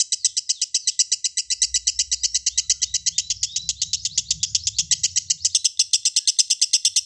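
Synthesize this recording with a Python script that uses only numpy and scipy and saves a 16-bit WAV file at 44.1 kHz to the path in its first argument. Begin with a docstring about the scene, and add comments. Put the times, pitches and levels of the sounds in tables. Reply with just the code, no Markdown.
"""A caged lovebird close to the microphone chatters about eight times a second; a second bird whistles further off.
Each chirp is a harmonic stack that holds a reedy note, then breaks into a fast, settling frequency modulation.
The second bird and faint distant coos are near-sine glides. Decaying noise gives the short room reverberation;
narrow low noise bands make the traffic rumble outside, and shaped noise the faint air of the room."""
import sys
import numpy as np
from scipy import signal
from scipy.fft import rfft, irfft, next_fast_len
from scipy.io import wavfile
from scipy.ndimage import uniform_filter1d

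SR = 44100
rng = np.random.default_rng(int(sys.argv[2]) if len(sys.argv) > 2 else 0)


def persist_wave(psi):
    """Save psi, clipped to +-1, as 16-bit WAV."""
    counts = np.round(np.clip(psi, -1, 1) * 32767).astype(np.int16)
    wavfile.write(sys.argv[1], SR, np.atleast_2d(counts).T)


N = 310905


def undb(db):
    """Logarithmic level: decibels become an amplitude gain."""
    return 10 ** (np.asarray(db) / 20)


def colour(x, gain):
    """Linear filtering: the spectrum of x is multiplied by gain(Hz)."""
    size = next_fast_len(len(x))
    hz = np.arange(size // 2 + 1) * SR / size + 0.0011  # the offset keeps the logarithm finite
    return irfft(rfft(x, size) * gain(hz), size)[:len(x)]


def on_log(table):
    """Frequency response: points in Hz and dB are joined by lines on a log frequency axis."""
    hz, db = np.transpose(table)
    return lambda f: undb(np.interp(np.log(f), np.log(hz), db))


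def wobble(hz, size):
    """Random modulation: two-pole low-passed noise of standard deviation 1, with its corner near hz."""
    keep = np.exp(-2 * np.pi * hz / SR)
    x = signal.lfilter([1], [1, -2 * keep, keep ** 2], rng.standard_normal(size))
    return x / x.std()


def add(out, s, x):
    """Superposition: x is summed into out from time s in seconds."""
    i = max(int(s * SR), 0)
    out[i:i + len(x)] += x[:len(out) - i]


def haste(held_ms):
    """Articulation: 0 for a chirp that holds its note 3 ms or more, rising to 1 at 2 ms or less."""
    return np.clip(3 - held_ms, 0, 1)


BUFFER_LEAD = 1323  # samples, 30 ms: each chirp's buffer starts early to make room for the beak click
# The near bird's chirps. Each row: start in seconds, length in ms, held note in ms, relative level in dB.
CHIRPS = [(0.0, 26.7, 4.5, -14.5), (0.1209, 28.7, 8.3, -15.5), (0.2456, 27.8, 7.1, -14.5),
          (0.3675, 29, 6.3, -16.5), (0.4919, 30.5, 4.9, -15.5), (0.615, 29.3, 3.7, -15.5),
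          (0.744, 35.2, 5.3, -16.5), (0.8731, 31, 7, -15.5), (0.9911, 33, 7.6, -14),
          (1.117, 31, 7.2, -14.5), (1.243, 31.8, 9.6, -16.5), (1.371, 40.7, 12, -18.5),
          (1.502, 39, 11.3, -17), (1.618, 37.4, 11.2, -15.5), (1.7422, 38.3, 13.4, -16),
          (1.87, 34.5, 6.9, -15), (1.99, 34.6, 5.7, -15.5), (2.1152, 35.7, 9.9, -16.5),
          (2.234, 32, 8.3, -14.5), (2.3451, 33, 7.4, -17), (2.4636, 28, 3.5, -14.5),
          (2.5755, 30.3, 4.9, -14), (2.6965, 31.2, 4.8, -13.5), (2.818, 30, 8.8, -15.5),
          (2.94, 31.4, 7.3, -17), (3.062, 31.5, 6.8, -14.5), (3.1807, 28.6, 1.23, -13.5),
          (3.3006, 28.6, 2.4, -16), (3.4295, 29, 2.1, -16), (3.5606, 26.4, 0.53, -18),
          (3.6899, 26.6, 0.79, -15.5), (3.8167, 24.6, 0.83, -15.5), (3.931, 30, 1.05, -16.5),
          (4.0501, 28, 1.94, -17), (4.176, 28.5, 1.83, -15), (4.306, 22, 0.39, -12),
          (4.4298, 25.3, 0.42, -13.5), (4.548, 25, 0.27, -13.5), (4.6698, 23.3, 0.75, -14),
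          (4.785, 32.2, 0.53, -13), (4.9114, 30.8, 9.9, -14.5), (5.0342, 32, 5.4, -14.5),
          (5.1595, 31, 11.7, -14), (5.3, 24.3, 4.2, -13), (5.4472, 28.3, 3.2, -13.5),
          (5.5475, 27.8, 3.2, -13), (5.6443, 29.5, 6.1, -11.5), (5.7933, 32.6, 3.76, -13),
          (5.9319, 34.8, 3.5, -13), (6.0521, 35.8, 5.1, -14.5), (6.1626, 31, 4.4, -12.5),
          (6.2743, 33.3, 7.4, -13.5), (6.3876, 30, 7.4, -11.5), (6.5005, 35.3, 6.3, -14),
          (6.6153, 33, 6, -13), (6.732, 39.2, 6.3, -12.5), (6.849, 35, 3.34, -13), (6.9606, 35, 5.7, -12.5)]
# The drift of the voice through the run. Each row: time in seconds, held pitch in Hz, warble centre in Hz,
# swing as a share of the centre, warble rate in Hz, level added to harmonics 1 and 5 in dB.
VOICE = [(0, 1982, 2830, 0.21, 205, -4.5), (1.502, 1991, 2619, 0.19, 222, 2.5),
         (2.049, 1954, 2617, 0.23, 189.4, 1), (3.1, 1955, 2690, 0.35, 200.7, 1.5),
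         (3.15, 2222, 2820, 0.31, 204.4, 3), (3.62, 2250, 2944, .3, 222, 0),
         (3.67, 2250, 3320, 0.37, 235.3, 1.6), (4.82, 2247, 2950, 0.27, 207, 0.5),
         (4.88, 1929, 2755, 0.31, 204.3, 6), (5.48, 1920, 2667, 0.25, 228.4, -3.5),
         (5.52, 2100, 2785, 0.15, 218, -2.5), (7.05, 2110, 2760, 0.15, 221, -0.5)]
HELD_DB, HASTY_HELD_DB = -1.16, 3.5  # held note against the warble; added when the note is cut short
CENTRE_SCATTER, RATE_SCATTER, HELD_SCATTER_DB = .02, .05, 1.5  # standard deviations from chirp to chirp


def chatter():
    """Repeated phonation: a run of chirps whose pitch, rate and balance scatter about a drifting voice."""
    out = np.zeros(N + BUFFER_LEAD)
    at, *voice = np.transpose(VOICE)
    chances = rng.standard_normal((len(CHIRPS), 3))
    for (s, ms, held_ms, db), (held_chance, centre_chance, rate_chance) in zip(CHIRPS, chances):
        held_hz, centre_hz, swing, rate_hz, boost_db = (np.interp(s, at, c) for c in voice)
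        held_db = db + HELD_DB + HASTY_HELD_DB * haste(held_ms) + HELD_SCATTER_DB * held_chance
        centre_hz = centre_hz * (1 + CENTRE_SCATTER * centre_chance)
        rate_hz = rate_hz * (1 + RATE_SCATTER * rate_chance)
        add(out, s, chirp(s, ms, held_ms, held_db, db, held_hz, centre_hz, swing, rate_hz, boost_db))
    return out[BUFFER_LEAD:]


# The harmonics of the syrinx, from the first up. Each row: level in the held note in dB, in the warble in dB.
OVERTONES_DB = [(-5, 2), (0, 1.36), (-4, 2), (2.5, -11.5), (-8, -9), (-31, -7)]
SETTLE_TURNS = 6.5  # swings until the warble has shrunk to about a third
DULLING_DB = -1  # extra fade per harmonic over one chirp length


def chirp(s, ms, held_ms, held_db, warble_db, held_hz, centre_hz, swing, rate_hz, boost_db):
    """Frequency modulation of a syrinx: a steady harmonic stack, then a pitch that swings widely and settles."""
    t = np.arange(4096) / SR - BUFFER_LEAD / SR
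    seconds = ms / 1000
    turns = np.maximum(t - held_ms / 1000, 0) * rate_hz
    jump = np.minimum(2 * turns, 1)  # from held note (0) to warble (1) in half a swing
    spent = np.maximum(1000 * t - held_ms, 0) / ms
    hasty = haste(held_ms)

    # chirps that skip the held note climb as they go, and are harsher
    centre = centre_hz * (1 + 0.0765 * hasty * (2 * t / seconds - 1))
    warble = centre * (1 - swing * np.exp(-turns / SETTLE_TURNS) * np.cos(2 * np.pi * turns))
    hz = held_hz + (warble - held_hz) * jump * (2 - jump)
    # the membranes run unevenly, more so in the warble
    unevenness = .005 + (.018 + .03 * hasty) * jump
    hz = hz * (1 + unevenness * wobble(600, size=len(t)))
    phase = 2 * np.pi * np.cumsum(hz) / SR

    tone = np.zeros(len(t))
    for k, (in_held, in_warble) in enumerate(OVERTONES_DB, 1):
        level_db = in_held + (in_warble - in_held) * jump
        level_db = level_db + DULLING_DB * (k - 1) * spent + (k in (1, 5)) * boost_db
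        level_db = level_db + 2.6 * wobble(320, size=len(t))
        tone += undb(level_db) * np.cos(k * phase + k * k)
    breath = undb(-15 + 4 * jump + 7 * hasty - 4 * spent) * rng.standard_normal(len(t))

    fade_db = (-6 - 5 * hasty) * spent
    # the air flow pinches at the top of each swing
    fade_db = fade_db - 3.5 * jump * np.sin(np.pi * turns) ** 4
    level_db = held_db + (warble_db - held_db) * jump + fade_db
    shape = np.clip(t / .001, 0, 1) * np.clip((seconds - t) / .005, 0, 1)  # 1 ms attack, 5 ms release
    return tone_colour((tone + breath) * shape * undb(level_db) + beak_click(s, t), s)


CLICK_FROM_S, CLICK_LEAD_MS, CLICK_DB = 5.7, 19, -32


def beak_click(s, t):
    """Impulsive excitation: a tiny noise burst as the beak snaps open before each late chirp."""
    grain = 2 * uniform_filter1d(rng.standard_normal(len(t)), size=4)
    snap = np.exp(-((1000 * t + CLICK_LEAD_MS) / 0.35) ** 2) * grain
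    return (s > CLICK_FROM_S) * undb(CLICK_DB) * snap


# The resonances of the throat. Each row: frequency in Hz, gain in dB.
THROAT = [(1200, -41), (1750, -34), (2000, -14), (2300, -30.5), (2800, -11), (3500, -2.5), (4200, -3),
          (5300, 2), (6500, 3), (8000, -4.5), (10000, 6.5), (12000, 0.5), (13500, -11), (15000, -46)]
# How the treble and a band near 3.5 kHz change through the run. Each row: time in seconds, treble edge in Hz,
# change above that edge in dB, change around BAND_HZ in dB.
TONE_CHANGES = [(0, 8540, -35, -7), (3.1, 8040, -32, -23.5), (3.3, 8150, -40.5, -5.5),
                (4.85, 8240, -36.5, 0), (4.95, 8140, -26.5, -21), (5.4, 8130, -36, -29),
                (5.499, 8530, -22.5, 16.5), (7.05, 8500, -17.5, 12)]
BAND_HZ, BAND_WIDTH_HZ = 3543, 297


def tone_colour(x, s):
    """Source-filter principle: throat resonances, a treble step and one band at time s shape the voice."""
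    at, *changes = np.transpose(TONE_CHANGES)
    edge_hz, treble_db, band_db = (np.interp(s, at, c) for c in changes)

    def gain(f):
        """Cascaded filters: the gains of a smooth treble step and one narrow band multiply the resonances."""
        step = treble_db / 2 * (1 + np.tanh((f - edge_hz) / 255.0))
        band = band_db * np.exp(-((f - BAND_HZ) / BAND_WIDTH_HZ) ** 2)
        return on_log(THROAT)(f) * undb(step + band)

    return colour(x, gain)


# The second bird's calls. Each row: start in seconds, name of the call, length in ms, relative level in dB.
WHISTLES = [(0.16, "fall", 160, -48), (0.455, "fall", 170, -47), (0.764, "fall", 185, -47),
            (0.77, "peep", 60, -42), (1.49, "rise", 240, -45), (1.835, "rise", 228, -44),
            (2.147, "rise", 228, -42), (2.484, "arch", 190, -47), (2.793, "arch", 225, -46),
            (3.11, "arch", 195, -43), (3.445, "arch", 235, -39.5), (3.75, "zip", 138, -43),
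            (3.795, "arch", 135, -45), (3.925, "zip", 132, -43), (4.085, "zip", 114, -41.5),
            (4.24, "zip", 120, -41), (4.395, "zip", 122, -41), (4.555, "zip", 138, -43.5),
            (4.72, "zip", 127, -41), (4.892, "zip", 122, -43), (5.066, "zip", 68, -45),
            (5.18, "zip", 64, -44), (5.262, "zip", 70, -46), (5.375, "zip", 88, -45),
            (5.488, "zip", 95, -46), (5.58, "hold", 40, -43)]
# The shapes of those calls. Each name leads to: start in Hz, end in Hz, bend (above 0 moves fastest at first,
# below 0 fastest at last), swell from start to end in dB.
CALL_SHAPES = {"fall": (5300, 3100, -.3, -5), "rise": (3650, 5700, 2.2, 6), "arch": (2950, 3990, 3.6, 4),
               "zip": (3300, 6950, -1.1, 8), "chip": (6100, 4300, -.1, 0), "peep": (6300, 5900, .1, 0),
               "hold": (3900, 4000, .1, 0)}
# A trill of quick chips. Each entry: start in seconds.
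TRILL = [3.266, 3.314, 3.362, 3.41, 3.468, 3.514, 3.615, 3.672]
CHIP_MS, CHIP_DB = 19, -43


def second_bird():
    """Stereotyped pitch contours: every whistle or chip follows one of a few call shapes."""
    calls = WHISTLES + [(s, "chip", CHIP_MS, CHIP_DB) for s in TRILL]
    glides = [(s, ms, *CALL_SHAPES[call], db) for s, call, ms, db in calls]
    return whistles(glides, rough=.011, flutter_db=4.5)


# Faint low coos from far away. Each row: start in seconds, length in ms, start in Hz, end in Hz,
# relative level in dB.
COOS = [(2.5, 176, 1404, 1304, -79), (2.72, 120, 1430, 1379, -69), (4.42, 167, 1487, 1580, -80),
        (5.74, 100, 792, 830, -87), (6.17, 146, 1684, 1680, -68)]


def distant_coos():
    """Slow pitch glides: almost straight, without a swell."""
    glides = [(*glide, .1, 0, db) for *glide, db in COOS]
    return whistles(glides, rough=0.033, flutter_db=3.0)


GLIDE_SHARE = .9  # a whistle reaches its end pitch this far in, then stays


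def whistles(table, rough, flutter_db):
    """Whistled tone: a near-sine with a faint octave bends exponentially to its end pitch and flutters."""
    out = np.zeros(N)
    for s, ms, start_hz, end_hz, bend, swell_db, db in table:
        u = np.linspace(0, 1, int(ms * SR / 1000))
        travel = (1 - np.exp(-bend * np.minimum(u / GLIDE_SHARE, 1))) / (1 - np.exp(-bend))
        hz = start_hz + (end_hz - start_hz) * travel
        # fast glides waver most, held pitches run purer
        quick = np.clip(np.abs(np.gradient(hz)) * SR / 25000, .2, 1)
        waver = rough * quick * wobble(270.0, size=16384)[:len(u)]
        phase = 2 * np.pi * np.cumsum(hz * (1 + waver)) / SR
        flutter = flutter_db * np.sqrt(quick) * wobble(170.0, size=16384)[:len(u)]
        level = undb(db + swell_db * (u - .5) + flutter) * np.sqrt(2 * np.sin(np.pi * u))
        add(out, s, level * (np.sin(phase) + undb(-47) * np.sin(2 * phase)))
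    return out


ROOM_T60_S, ROOM_DB, ROOM_GAP_MS = 0.32, -17.5, 1.7


def room(x):
    """Diffuse reverberation: dense reflections from hard walls, as decaying noise of unit energy after a gap."""
    t = np.arange(SR // 2) / SR
    onset = np.clip(1000 * t / ROOM_GAP_MS - 1, 0, 1)
    tail = rng.standard_normal(len(t)) * undb(-60 * t / ROOM_T60_S) * onset
    return signal.fftconvolve(x, tail / np.sqrt(np.sum(tail ** 2)))[:N]


# The drone bands. Each row: centre in Hz, width in Hz.
RUMBLE_HZ = [(62, 7), (92, 26), (145, 36)]
# The swell of the drones. Each row: time in seconds, then the relative level of each band in dB.
RUMBLE = [(0.0, -60, -75, -83), (0.108, -78.5, -73.5, -111), (1.4, -74, -75, -85), (1.5, -64, -75, -104),
          (1.71, -50, -67, -79), (3.21, -51.5, -57, -59.5), (4.76, -59, -45, -53), (5.5, -86, -56.5, -65.5),
          (5.649, -73, -65.5, -93), (6.71, -78, -77.5, -87.5), (7.05, -66, -57, -83)]


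def traffic():
    """Narrow-band noise: engine drones through the walls, low bands that swell and throb as vehicles pass."""
    s, *levels = np.transpose(RUMBLE)
    out = 0
    for (hz, width_hz), db in zip(RUMBLE_HZ, levels):
        def gain(f):
            """Resonance: a peak with a weak skirt above it."""
            skirt = undb(-22) * (f > hz) * (hz / f) ** 2.2
            return np.exp(-((f - hz) / width_hz) ** 2) + skirt

        band = colour(rng.standard_normal(N), gain)
        swell_db = np.interp(np.arange(N) / SR, s, db)
        throb_db = 3 * wobble(4., size=N)
        out = out + band / band.std() * undb(swell_db + throb_db)
    return out


# The spectrum of the air. Each row: frequency in Hz, relative density in dB per Hz.
AIR = [(15, -20), (25, -15.5), (98, -5), (155, -6), (363, -16.5), (516, -31), (711, -51), (1150, -30),
       (1500, -58), (2530, -120)]
AIR_DB = -78  # RMS level


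def air():
    """Stationary coloured noise: the steady faint sound of the room."""
    x = colour(rng.standard_normal(N), on_log(AIR))
    return x / x.std() * undb(AIR_DB)


def scene():
    """Superposition of direct and reverberant sound: near bird, far birds, their room, traffic and air."""
    near = chatter()
    far = second_bird()
    coos = distant_coos()
    # the far birds are heard more through the room
    wet = undb(ROOM_DB) * room(near + undb(16) * (far + coos))
    return (near + far + coos + wet + traffic() + air())[None]


TOP_HZ = 15200


def record(dry):
    """Quadratic distortion and band limiting: the capsule bends slightly, the recorder cuts the top."""
    bend = dry ** 2 - uniform_filter1d(dry ** 2, size=200)  # less its local mean
    cut = signal.ellip(8, .2, 60, TOP_HZ, fs=SR, output="sos")
    return signal.sosfilt(cut, dry + undb(-54.0) * bend)


dry = scene()
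out = record(dry)
persist_wave(out)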